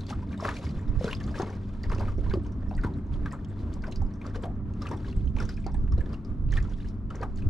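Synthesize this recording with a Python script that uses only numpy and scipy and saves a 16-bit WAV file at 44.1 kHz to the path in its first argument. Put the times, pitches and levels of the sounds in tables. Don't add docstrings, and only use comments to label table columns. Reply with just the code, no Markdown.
import sys
import numpy as np
from scipy import signal
from scipy.fft import rfft, irfft, next_fast_len
from scipy.io import wavfile
from scipy.ndimage import uniform_filter1d

SR = 44100
rng = np.random.default_rng(int(sys.argv[2]) if len(sys.argv) > 2 else 0)


def to_wav(sig):
    pcm = np.clip(np.atleast_2d(sig), -1, 1) * 32767
    pcm = np.round(pcm).astype(np.int16)
    wavfile.write(sys.argv[1], SR, pcm.T)


N = 330309
FFT_SIZE = next_fast_len(N + 4096)
BIN_HZ = np.fft.rfftfreq(FFT_SIZE, 1 / SR)
TIME_S, COARSE_S = np.arange(N) / SR, np.arange(0, N + 64, 64) / SR

# time_s, treble_db, body_db
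FROTH_LEVELS = [(0.0, -62, -53.5), (0.7, -59.5, -51.5), (0.95, -66.5, -51.5), (1.25, -56.5, -51),
                (1.7, -63.5, -56), (2.2, -64, -58), (2.6, -74, -56.5), (3.5, -70, -56.5),
                (4.15, -72, -53.5), (4.6, -82.5, -57), (5.1, -58, -56), (5.32, -75, -69), (5.6, -63, -63),
                (6.35, -104, -74), (6.65, -61, -54.5), (6.9, -62.5, -70), (7.0, -88, -69), (7.49, -65, -63)]


def hull_thumps():
    # start_s, level_db, pitch_hz, t60_s, boom_db
    impacts = [(1.011, -22, 512, 0.045, -28), (1.0445, -20, 424, 0.021, -16.5),
               (1.0535, -28, 445, 0.032, -39.5), (1.072, -25.5, 422, 0.065, -43),
               (1.398, -19.5, 374, 0.047, -34), (1.4064, -31, 433, .05, -40), (1.431, -35, 356, .03, -21.5),
               (1.89, -44.5, 380, .064, -44), (1.985, -26.5, 350, 0.026, -46),
               (2.183, -26, 341, 0.038, -37), (2.3385, -19, 376, .055, -22), (2.372, -25, 341, 0.053, -55),
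               (2.8473, -22, 357, 0.023, -22.5), (4.362, -28, 455, 0.011, -42),
               (4.913, -27.5, 364, 0.021, -46), (5.408, -32.5, 384, 0.027, -30.5),
               (5.664, -29, 328, 0.025, -44.5), (5.985, -30.5, 328, 0.039, -30),
               (7.207, -32, 465, 0.12, -47)]
    boom_hz, boom_t60_s = 207.6, 0.032
    out = np.zeros((3, N))
    for start_s, level_db, hz, t60_s, boom_db in impacts:
        mode = damped_tone(hz, t60_s, rise_s=.0006, glide=-.5, rough=.08)
        boom = damped_tone(boom_hz, boom_t60_s, rise_s=.0008, glide=-.5, rough=.1)
        add(out[0], start_s, -gain_of(level_db) * mode)
        add(out[0], start_s, -gain_of(boom_db) * boom)
        add(out, start_s, gain_of(level_db) * splat(hz, width=.18, burst_db=-33, tail_db=-22))
    return out


def hull_smacks():
    # start_s, level_db, pitch_hz
    smacks = [(0.4528, -17.5, 1450), (0.4876, -24, 1760), (1.043, -35, 2900), (1.1305, -22.5, 2500),
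              (1.3992, -34, 1200), (1.9006, -33, 1480), (1.921, -23.5, 1090), (2.3385, -24, 920),
              (2.3385, -33, 2840), (2.848, -29, 1310), (3.259, -34, 2000), (4.9123, -36, 1500),
              (5.3663, -34, 2290), (5.665, -47, 1500), (6.5716, -31.5, 2390)]
    out = np.zeros((3, N))
    for start_s, level_db, hz in smacks:
        click = damped_tone(hz, t60_s=.004, rise_s=.0003, glide=0, rough=.1)
        add(out[0], start_s, -gain_of(level_db) * click)
    return out


def air_pockets():
    # start_s, level_db, pitch_hz, t60_s
    plops = [(0.105, -34, 832, 0.047), (0.126, -32, 1290, 0.034), (0.341, -42, 1650, 0.028),
             (0.399, -31, 1140, .02), (0.425, -27.5, 660, 0.03), (0.447, -25, 1174, 0.0095),
             (0.45, -22, 1188, 0.013), (0.452, -36, 1660, 0.015), (0.457, -25, 676, 0.016),
             (0.482, -24, 1290, 0.014), (0.488, -26.5, 1800, 0.022), (0.4888, -28, 1010, 0.016),
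             (0.511, -32, 1280, 0.04), (0.523, -36, 1530, .03), (0.5888, -41.5, 580, 0.083),
             (0.7917, -45, 1810, 0.024), (1.0109, -37, 487, 0.051), (1.042, -33, 1450, 0.0099),
             (1.079, -32.5, 1450, 0.034), (1.079, -38.5, 1020, 0.083), (1.089, -31, 1510, 0.014),
             (1.1267, -34, 1080, 0.027), (1.2078, -39, 1834, 0.044), (1.277, -36.5, 1270, 0.019),
             (1.3107, -39, 646, 0.025), (1.3424, -35, 1660, 0.033), (1.3798, -35, 1240, .04),
             (1.3993, -28, 777, 0.052), (1.3991, -32.5, 1374, 0.012), (1.4289, -34, 770, 0.036),
             (1.4941, -42, 786, 0.021), (1.839, -35.5, 1887, 0.011), (1.9005, -30, 1140, 0.018),
             (1.9202, -39, 498, 0.031), (1.9834, -31.5, 548, 0.019), (1.997, -41, 1264, 0.05),
             (2.0069, -26.5, 781, .03), (2.082, -34, 1278, 0.047), (2.19, -33, 485, 0.026),
             (2.2645, -40, 1046, 0.046), (2.3135, -32.5, 1573, 0.022), (2.3384, -34, 1220, 0.023),
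             (2.352, -31.5, 597, 0.055), (2.7125, -30, 772, 0.015), (2.724, -40, 833, 0.033),
             (2.777, -41.5, 1960, 0.043), (2.787, -39, 1564, 0.048), (2.8356, -28, 1430, 0.04),
             (2.844, -34, 1510, .025), (2.848, -27, 983, 0.013), (2.862, -34.5, 990, 0.083),
             (3.2578, -33.5, 1680, 0.068), (3.2585, -36, 1233, 0.034), (3.315, -41.5, 1923, .05),
             (3.331, -32.5, 1048, 0.026), (3.335, -37, 1330, 0.055), (3.838, -34.5, 1535, 0.04),
             (3.84, -39, 1070, 0.035), (3.8775, -32.5, 629, 0.049), (4.0184, -37.5, 824, 0.039),
             (4.252, -39, 1280, .03), (4.2624, -41, 680, 0.022), (4.346, -39, 1576, 0.04),
             (4.3585, -36, 559, 0.081), (4.4436, -32, 709, 0.019), (4.455, -29, 681, 0.028),
             (4.818, -36, 1267, 0.044), (4.853, -43, 1720, .03), (4.858, -34.5, 1244, 0.03),
             (4.885, -40, 1365, 0.023), (4.912, -30, 977, .04), (4.93, -32.5, 831, 0.059),
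             (5.045, -42.5, 1660, .03), (5.078, -45, 1135, .04), (5.368, -37.5, 930, 0.046),
             (5.4007, -31.5, 1460, 0.047), (5.412, -37.5, 1230, 0.041), (5.4903, -35, 1514, 0.023),
             (5.6642, -29, 806, 0.023), (5.578, -45.5, 1710, 0.023), (5.744, -37.5, 853, 0.033),
             (5.747, -46, 1790, 0.034), (5.877, -49, 1610, 0.026), (5.9202, -40.5, 1186, 0.062),
             (5.976, -46, 1430, 0.026), (5.978, -34, 516, 0.053), (6.006, -39, 1780, 0.051),
             (6.06, -48, 1740, .03), (6.148, -48, 1013, .04), (6.520, -43, 1980, 0.027),
             (6.5265, -34, 1784, 0.021), (6.533, -44, 1650, 0.019), (6.536, -47, 2420, 0.056),
             (6.571, -32, 1554, .02), (6.574, -28, 1870, 0.036), (6.583, -37.5, 1654, 0.036),
             (6.603, -49, 2000, 0.026), (6.649, -42, 1380, .03), (6.682, -44, 1007, 0.027),
             (6.722, -46.5, 1500, 0.022), (6.8, -52, 1710, 0.029), (6.845, -48, 1720, .035),
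             (7.104, -37, 1367, 0.043), (7.1379, -44.5, 847, 0.042), (7.2265, -31, 745, 0.027),
             (7.231, -33, 856, 0.069), (7.23, -30, 1247, 0.041), (7.247, -38.5, 857, 0.044)]
    gurgle_db, gurgle_within_s, scatter_octaves = -11, 0.034, 0.4
    out = np.zeros((3, N))
    for start_s, level_db, hz, t60_s in plops:
        plop = damped_tone(hz, t60_s, rise_s=t60_s / 25, glide=-3, rough=.22)
        add(out[0], start_s, gain_of(level_db) * plop)
        add(out, start_s, gain_of(level_db) * splat(hz, width=.35, burst_db=-13, tail_db=-16.5))
        for late, shift in rng.random((2, 2)):
            gurgle_hz = hz * 2 ** (scatter_octaves * (2 * shift - 1))
            gurgle = damped_tone(gurgle_hz, t60_s / 2, rise_s=t60_s / 25, glide=3, rough=.3)
            add(out[0], start_s + gurgle_within_s * late, gain_of(level_db + gurgle_db - 10 * late) * gurgle)
    return out


def droplets():
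    # start_s, level_db, pitch_hz, tick_db
    landings = [(0.007, -39.5, 4010, -53), (0.035, -46, 3430, -64), (0.0662, -41, 4560, -59),
                (0.0818, -56, 3640, -48), (0.092, -43, 2760, -57), (0.1, -54, 6300, -31),
                (0.3184, -47, 2730, -69), (0.3286, -42.5, 2300, -73), (0.3754, -47, 3630, -66),
                (0.4053, -41, 5320, -53), (0.441, -46, 2510, -45), (0.4534, -37, 2360, -51),
                (0.472, -37, 3770, -49), (0.489, -31, 2430, -33), (0.553, -43, 4540, -59),
                (0.5652, -36, 2360, -37), (0.6516, -41.5, 5000, -57), (0.6653, -40, 2110, -64),
                (0.69, -46, 4680, -60), (0.7903, -55, 6960, -61), (0.812, -57, 7200, -62),
                (0.862, -62, 3900, -68), (0.886, -57, 5050, -64), (0.9952, -48, 5030, -49),
                (1.023, -49, 3200, -52), (1.0423, -36, 3970, -30), (1.08, -44, 4320, -44),
                (1.111, -31.5, 2750, -47), (1.13, -28.5, 2765, -55), (1.149, -37.5, 4920, -43),
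                (1.166, -43, 3450, -63), (1.2017, -41, 2990, -40.5), (1.239, -42.5, 4600, -62),
                (1.275, -55, 4670, -62), (1.312, -49, 4840, -62), (1.354, -40, 2420, -54),
                (1.3886, -37, 5400, -49), (1.419, -45, 6380, -30), (1.5271, -45, 2200, -63),
                (1.833, -38, 4620, -62), (1.896, -43, 4870, -58), (1.916, -46, 2640, -38),
                (1.947, -42, 4960, -38), (1.981, -43, 2630, -40), (1.995, -41.5, 4590, -61),
                (2.054, -47, 2240, -53), (2.178, -58, 5600, -61), (2.297, -44.5, 3930, -58),
                (2.308, -41, 2320, -59), (2.337, -40, 4580, -57), (2.446, -50, 2930, -54),
                (2.465, -53, 5900, -56), (2.521, -53, 5530, -62), (2.6928, -55.5, 5400, -65),
                (2.7087, -49.5, 2580, -73), (2.739, -55, 3680, -70), (2.75, -49.5, 4570, -70),
                (2.766, -53, 7940, -51), (2.812, -50, 4500, -65), (2.841, -45, 4040, -64),
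                (2.937, -54, 3840, -52), (2.985, -50, 2040, -72), (3.132, -56, 4600, -72),
                (3.138, -46.5, 3240, -75), (3.2586, -47, 3340, -43), (3.284, -57, 3280, -64),
                (3.309, -50.5, 4950, -67), (3.324, -43.5, 7430, -58), (3.4462, -50.5, 3140, -42),
                (3.591, -52, 4000, -73), (3.738, -55, 7900, -37), (3.821, -49, 4720, -70),
                (3.838, -41.5, 2240, -69), (3.8684, -48.5, 5030, -63), (3.913, -48, 6600, -44),
                (3.923, -42, 3950, -41), (3.924, -45, 2710, -66), (3.9588, -37.5, 4830, -51),
                (4.018, -55, 7240, -45), (4.064, -59, 5040, -58), (4.106, -60, 4400, -58),
                (4.138, -52, 5550, -67), (4.2143, -42.5, 2304, -61), (4.2646, -49, 4680, -36),
                (4.298, -56, 5300, -66), (4.3587, -48, 4970, -55), (4.4234, -50.5, 7400, -51),
                (4.436, -42, 3215, -59), (4.736, -58, 2620, -45.5), (4.8195, -38.5, 5210, -62),
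                (4.822, -44.5, 3900, -66), (4.8677, -34, 2600, -41), (4.8887, -52, 8800, -38),
                (4.9128, -44, 5500, -54), (4.9717, -52, 5500, -58), (4.975, -52, 3380, -70),
                (5.003, -56, 4500, -70), (5.055, -55, 3900, -70), (5.065, -49, 2860, -58),
                (5.1, -51, 3220, -60), (5.126, -47, 2700, -71), (5.273, -48, 2970, -70.5),
                (5.3645, -46, 2280, -42), (5.385, -33.5, 2490, -46), (5.4013, -39, 5380, -62),
                (5.4265, -44, 5600, -43), (5.4525, -43.5, 6020, -50), (5.491, -35, 4880, -49),
                (5.54, -46.5, 4840, -70), (5.567, -50, 5140, -58), (5.573, -46, 2390, -60),
                (5.603, -59, 7500, -60), (5.6413, -44.5, 2300, -63), (5.6646, -42, 4500, -37),
                (5.718, -54, 5300, -58), (5.7425, -51.5, 8140, -49), (5.743, -53, 3550, -70),
                (5.877, -59, 2660, -75), (5.921, -46.5, 5280, -49), (5.979, -49, 3980, -48),
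                (6.007, -58, 7850, -52), (6.0583, -51.5, 3370, -53), (6.092, -56, 4670, -62),
                (6.13, -45, 4720, -63), (6.141, -44, 2710, -50), (6.248, -48, 5000, -63),
                (6.487, -51, 2600, -62), (6.507, -49, 4030, -66), (6.52, -47, 6380, -35),
                (6.537, -41, 3030, -36), (6.555, -45, 4800, -66), (6.5729, -46, 2300, -66),
                (6.6252, -51, 6700, -42), (6.695, -53, 5800, -62), (6.735, -47, 3230, -55),
                (6.801, -50.5, 2800, -60), (6.807, -50, 3600, -66), (6.822, -55, 2300, -70),
                (6.83, -56, 4100, -70), (6.8857, -47, 5180, -70), (7.103, -47, 2900, -43),
                (7.155, -46, 6160, -40), (7.2134, -46, 4500, -59), (7.3584, -52, 6850, -55),
                (7.373, -49, 4400, -46), (7.4213, -45.5, 2500, -65)]
    # frequency_hz, gain_db
    tick_spectrum = [(1500, -40), (3500, -0.5), (6000, 8.5), (8000, -1.5), (10000, -16), (14000, -34)]
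    ring_cycles, tick_rise_s, tick_t60_s = 72, 0.0034, 0.016
    out, ticks = np.zeros((2, 3, N))
    t = np.arange(1500) / SR
    tick_envelope = gain_of(-60 * t / tick_t60_s) * (1 - np.exp(-t / tick_rise_s))
    for start_s, level_db, hz, tick_db in landings + stray_drops():
        plink = damped_tone(hz, ring_cycles / hz, rise_s=.00054, glide=4, rough=.44)
        add(out[0], start_s, gain_of(level_db) * plink)
        add(out, start_s, gain_of(level_db) * splat(hz, width=.26, burst_db=-16.5, tail_db=-16))
        add(ticks, start_s, gain_of(tick_db) * tick_envelope * rng.standard_normal((3, len(t))))
    return out + coloured(ticks, tick_spectrum)


def stray_drops():
    drops_per_s, above_froth_db, tick_offset_db = 14, 8.5, -5
    when, size, pitch = rng.random((round(drops_per_s * N / SR), 3)).T
    start_s = when * (N / SR - .1)
    froth_db = over_time(FROTH_LEVELS, column=1)[(start_s * SR).astype(int)]
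    level_db = froth_db + above_froth_db + 4.5 * (size - .5)
    return list(zip(start_s, level_db, 1700 * 5 ** pitch, level_db + tick_offset_db))


def splat(hz, width, burst_db, tail_db):
    # frequency_hz, t60_s
    reverberation = [(300, 0.84), (1000, 0.22), (3000, 0.098), (10000, 0.15)]
    t60_s = over_frequency(reverberation, hz)
    t = np.arange(min(round(.75 * t60_s * SR), 5000)) / SR
    pole = np.exp(-np.pi * width * hz / SR)
    noise = rng.standard_normal((2, 3, len(t)))
    in_phase, quadrature = signal.lfilter([1], [1, -2 * pole, pole * pole], noise)
    phase = 2 * np.pi * hz * t
    band = unit_rms(in_phase * np.sin(phase) + quadrature * np.cos(phase))
    burst = gain_of(burst_db - 60 * t / (0.023 + 28 / hz))
    tail = gain_of(tail_db - 60 * t / t60_s) * np.cos(np.pi / 2 * t / t[-1])
    return band * (burst + tail) * (1 - np.exp(-t * hz / 3.2))


def foam():
    # frequency_hz, gain_db
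    fizz_spectrum = [(240, -18), (400, 9), (485, 5.5), (757, -1.5), (1290, -6.5), (1820, -11.5),
                     (1950, -12.5), (2710, -23), (5690, -35), (11900, -49.5), (13800, -70.5)]
    pops_per_pitch, pop_db, scatter_db, ring_cycles = 400, -3, 2, 36
    pops = np.zeros(N)
    for hz in np.geomspace(900, 11000, num=16):
        onsets = rng.integers(0, N, size=pops_per_pitch)
        sizes = gain_of(scatter_db * np.minimum(rng.exponential(size=pops_per_pitch), 4))
        pop = damped_tone(hz, ring_cycles / hz, rise_s=2.5 / hz, glide=6, rough=.3) * np.sqrt(hz)
        pops += signal.oaconvolve(np.bincount(onsets, sizes, N), pop)[:N]
    hiss = rng.standard_normal((3, N))
    hiss[0] += gain_of(pop_db) * unit_rms(pops)
    fizz = rfft(hiss, FFT_SIZE) * gain_of(over_frequency(fizz_spectrum, BIN_HZ))
    high_band = 1 / (1 + (3000 / (BIN_HZ + 1)) ** 6)
    mid_band = 1 / (1 + (1000 / (BIN_HZ + 1)) ** 6) - high_band
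    body = irfft(fizz * (1 - high_band), FFT_SIZE)[:, :N] / np.std(irfft(fizz[0] * mid_band, FFT_SIZE))
    treble = unit_rms(irfft(fizz * high_band, FFT_SIZE)[:, :N])
    treble_gain, body_gain = spray_gains()
    flicker_db = 2.5 * wander(hz=25)
    return gain_of(flicker_db - 8) * (body * body_gain + treble * treble_gain)


def spray_gains():
    # peak_s, treble_db, body_db, rise_s, fall_s
    surges = [(0.103, -43, -46, 0.011, 0.0094), (0.454, -39, -34, 0.0088, 0.012),
              (0.49, -43.5, -44, 0.005, 0.02), (0.57, -47.5, -52, 0.016, 0.031),
              (0.67, -49.5, -63, 0.011, 0.028), (1.044, -43, -43, 0.015, 0.03),
              (1.08, -43, -39, .002, 0.016), (1.13, -47, -56, 0.013, .0068),
              (1.385, -45.5, -41, 0.017, 0.015), (1.402, -49, -36.5, 0.0027, 0.037),
              (1.855, -58, -46, 0.008, 0.0083), (1.92, -48, -35.5, 0.0092, 0.019),
              (2.005, -51.5, -39.5, 0.011, 0.033), (2.31, -54, -43.5, 0.025, 0.0087),
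              (2.339, -50, -43, 0.0029, 0.0047), (2.46, -58.5, -53, 0.011, 0.012),
              (2.84, -51, -42, 0.0036, 0.009), (3.13, -57.5, -54, 0.0046, 0.016),
              (3.257, -57, -45.5, 0.0037, 0.017), (3.335, -69, -45.5, .01, 0.012),
              (3.61, -57, -67, 0.012, 0.0097), (3.731, -49.5, -61, 0.0026, 0.0083),
              (3.871, -56, -43, 0.013, 0.007), (3.922, -47, -49, 0.0025, 0.005),
              (3.96, -55, -50, 0.0031, 0.0067), (4.269, -54, -43, 0.013, 0.017),
              (4.358, -46, -42, 0.0069, 0.0078), (4.44, -52, -43, 0.0085, .0065),
              (4.821, -54, -47, 0.016, 0.068), (4.916, -60, -37.5, 0.0035, 0.013),
              (5.367, -55, -49, .002, 0.033), (5.404, -48, -40, .003, 0.018),
              (5.495, -44, -47.5, 0.0034, 0.011), (5.667, -64, -44, 0.0036, 0.016),
              (5.922, -64, -53, 0.0022, 0.11), (6.134, -55, -47.5, 0.0072, 0.0083),
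              (6.532, -49, -46, 0.0062, 0.017), (6.57, -47, -47.5, 0.0034, 0.014),
              (7.11, -63, -49, 0.0091, 0.017), (7.154, -55.5, -42.5, 0.013, 0.014),
              (7.232, -50, -32, 0.0058, 0.0058), (7.389, -50.5, -52.5, 0.0073, 0.0078)]
    surge_power = np.zeros((2, len(COARSE_S)))
    for peak_s, treble_db, body_db, rise_s, fall_s in surges:
        t = COARSE_S - peak_s
        envelope = np.exp(np.where(t < 0, t / rise_s, -t / fall_s))
        surge_power += gain_of([[2 * treble_db], [2 * body_db]]) * envelope
    froth_power = [gain_of(2 * over_time(FROTH_LEVELS, column)) for column in (1, 2)]
    return [np.sqrt(froth + per_sample(surge)) for froth, surge in zip(froth_power, surge_power)]


def wind():
    # time_s, level_db, left_right_db
    breeze = [(0.0, -39, 1), (0.44, -41, -7), (0.7, -47, 5), (1.2, -34, 7), (1.48, -40, 6),
              (1.75, -30.5, 0), (2.1, -26, -4), (2.6, -30, 1), (3.0, -40, 7), (3.46, -37, 9),
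              (3.7, -32.5, -1), (4.2, -37, 1), (4.45, -32.5, 5), (4.62, -31, -6), (5.0, -36.5, 6),
              (5.3, -24, -8), (5.6, -27.5, -1), (5.95, -19.5, -3.5), (6.2, -39.5, 6), (6.55, -21, -2),
              (6.9, -30, -1), (7.25, -28.5, -0.5), (7.49, -20.5, -5)]
    # peak_s, level_db, half_length_s, left_right_db
    buffets = [(0.185, -31, 0.033, -1), (0.773, -24, 0.011, 0), (0.902, -19, 0.027, -4),
               (0.978, -17.5, 0.012, -12.5), (1.91, -20, 0.029, 0), (2.188, -22.5, 0.011, -9),
               (2.297, -22, 0.044, -6.5), (2.457, -43, 0.016, 9), (2.69, -21, 0.0073, -4),
               (2.793, -22, 0.033, 0), (3.18, -22.5, 0.081, -3), (3.804, -30.5, 0.058, 2),
               (4.027, -20, 0.044, -5), (5.173, -19.5, 0.013, 0), (5.262, -21.5, 0.022, -11),
               (5.357, -18.5, 0.01, -6), (5.768, -20.5, 0.038, -3), (5.936, -16, 0.014, -2),
               (6.013, -20, 0.014, -4), (6.315, -20, 0.012, -1), (6.494, -20.5, 0.075, -8),
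               (6.645, -22.5, 0.021, -2), (7.471, -8, 0.0052, -6)]
    # frequency_hz, gain_db
    rumble_spectrum = [(8.8, -33.5), (15, 2.5), (51, 0), (97, -6), (119, -9.5), (199, -24.5), (292, -34.5),
                       (308, -28), (400, -62.5), (520, -57), (880, -120)]
    power = gain_of(2 * over_time(breeze, column=1) + 2 * wander(hz=4)[0])
    weighted_pan = power * over_time(breeze, column=2)
    for peak_s, peak_db, half_length_s, left_right_db in buffets:
        buffet_power = per_sample(gain_of(2 * peak_db) * np.exp(-((COARSE_S - peak_s) / half_length_s) ** 2))
        power += buffet_power
        weighted_pan += buffet_power * left_right_db
    level_db, pan_db = 10 * np.log10(power), weighted_pan / power
    both, left, right = (unit_rms(row) for row in coloured(rng.standard_normal((3, N)), rumble_spectrum))
    rumble = gain_of(level_db - 5) * unit_rms(both + 0.41 * np.array([left, right]))
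    flutter_band = signal.butter(2, [90, 260], "bandpass", fs=SR)
    eddies = signal.lfilter(*flutter_band, rng.standard_normal((3, N)))
    flutter_db = 1.5 * np.minimum(level_db + 25, 5) - 56
    flutter = gain_of(flutter_db) * unit_rms(eddies[0] + 0.67 * eddies[1:])
    return gain_of(pan_db * np.array([[.5], [-.5]])) * (rumble + flutter)


def motor():
    # pitch_hz, level_db, side_ratio
    tones = [(98.16, -42, 0.066), (146.8, -51.5, .05), (197.5, -48, 0.069), (221.2, -51.5, .05),
             (249.3, -54, .05), (286.5, -53, .1), (341.8, -63, .2), (382.7, -60, 0.33), (657, -70, 1)]
    hz, level_db, side_ratio = np.transpose(tones)[:, :, None]
    drift = 1 + 0.00646 * wander(hz=1.579) + 0.00376 * wander(hz=2.63, count=len(tones))
    phase = 2 * np.pi * np.cumsum(hz * drift, axis=1) / SR
    amplitude = np.sqrt(2) * gain_of(level_db + 2.87 * wander(hz=4.46, count=len(tones)))
    mid = (amplitude * np.sin(phase)).sum(0)
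    side = (amplitude * side_ratio * np.cos(phase)).sum(0)
    return mid + side * np.array([[1], [-1]])


def lake_wash():
    # time_s, level_db
    swell = [(0.0, -38), (1.1, -38.5), (1.77, -41.5), (1.94, -40), (2.35, -36.5), (2.54, -41), (2.9, -38),
             (3.21, -41), (4.49, -42), (4.82, -39), (5.28, -37), (5.57, -42.5), (5.97, -47), (6.15, -43),
             (6.57, -43.5), (6.97, -48), (7.49, -48.5)]
    # frequency_hz, gain_db
    wash_spectrum = [(18, -28.5), (30, -7), (88, 3), (114, -3), (151, -7.5), (216, -5), (295, -10.5),
                     (456, -23), (822, -33), (1210, -30), (1920, -44.5), (5350, -59), (11900, -69),
                     (13800, -87)]
    wash = coloured(rng.standard_normal((3, N)), wash_spectrum)
    bass = signal.lfilter(*signal.butter(2, 500, fs=SR), wash)
    mean_db = np.mean(np.transpose(swell)[1])
    swelling = bass * gain_of(over_time(swell, column=1) - mean_db) + wash - bass
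    swelling *= gain_of(mean_db + 2.5 + 2.7 * wander(hz=3.3)) / np.std(wash)
    return microphone_ports(swelling, spread=1)


def microphone_ports(rows, spread):
    # frequency_hz, correlation
    likeness = [(60, 1), (150, 1), (300, 1), (600, 0.8), (1500, 0.42), (4500, 0.62), (8000, 0.3),
                (13400, -0.27)]
    # frequency_hz, lead_rad
    lead = [(100, -0.07), (430, -0.064), (700, -0.31), (2200, -0.5), (3200, -0.87), (4500, 0.39),
            (8000, -0.3), (13500, -1.2)]
    # frequency_hz, left_right_db
    balance = [(60, -1.5), (230, 1.5), (900, 2), (3460, 0), (8000, 4), (13400, 3)]
    margin = 2048
    spectra = rfft(np.pad(rows, ((0, 0), (margin, margin)), "reflect"), FFT_SIZE)
    coherence = np.clip(1 - spread * (1 - over_frequency(likeness, BIN_HZ)), 0, 1)
    offset = gain_of(over_frequency(balance, BIN_HZ) / 2) * np.exp(.5j * over_frequency(lead, BIN_HZ))
    shared = np.sqrt(coherence) * spectra[0] * np.array([offset, 1 / offset])
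    separate = np.sqrt(1 - coherence) * spectra[1:]
    return irfft(shared + separate, FFT_SIZE)[:, margin:margin + N]


def damped_tone(hz, t60_s, rise_s, glide, rough):
    t = np.arange(round(np.clip(t60_s, .01, .1) * SR)) / SR
    envelope = (1 - np.exp(-t / rise_s)) * gain_of(-60 * t / max(t60_s, .004))
    ragged = unit_rms(uniform_filter1d(rng.standard_normal((2, len(t))), max(int(SR / hz), 2)))
    phase = 2 * np.pi * hz * (t + glide * t ** 2)
    tone = envelope * ((1 + rough * ragged[0]) * np.sin(phase) + rough * ragged[1] * np.cos(phase))
    return tone / np.abs(tone).max()


def wander(hz, count=1):
    step = 100
    noise = rng.standard_normal((count, (N + SR) // step + 2))
    slow = unit_rms(signal.lfilter(*signal.butter(2, hz, fs=SR / step), noise)[:, SR // step:])
    return np.array([np.interp(np.arange(N) / step, np.arange(len(row)), row) for row in slow])


def coloured(x, spectrum_db):
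    return irfft(rfft(x, FFT_SIZE) * gain_of(over_frequency(spectrum_db, BIN_HZ)), FFT_SIZE)[..., :N]


def over_frequency(points, hz):
    point_hz, values = np.transpose(points)
    return np.interp(np.log(hz + 1), np.log(point_hz + 1), values)


def over_time(table, column):
    columns = np.transpose(table)
    return np.interp(TIME_S, columns[0], columns[column])


def per_sample(coarse):
    return np.interp(TIME_S, COARSE_S, coarse)


def gain_of(db):
    return 10 ** (np.asarray(db) / 20)


def unit_rms(x):
    return x / np.sqrt(np.mean(x ** 2) + 1e-20)


def add(mix, start_s, sound):
    part = mix[..., round(start_s * SR):][..., :sound.shape[-1]]
    part += sound[..., :part.shape[-1]]


def scene():
    water = hull_thumps() + hull_smacks() + air_pockets() + droplets() + foam()
    return microphone_ports(water, spread=0.55) + motor() + lake_wash() + wind()


def record(dry):
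    cutoff_hz = 14000
    low_pass = signal.firwin(511, cutoff_hz, window=("kaiser", 9), fs=SR)
    padded = np.pad(dry, ((0, 0), (255, 255)), "reflect", reflect_type="odd")
    return signal.oaconvolve(padded, low_pass[None], "valid")


dry = scene()
out = record(dry)
to_wav(out)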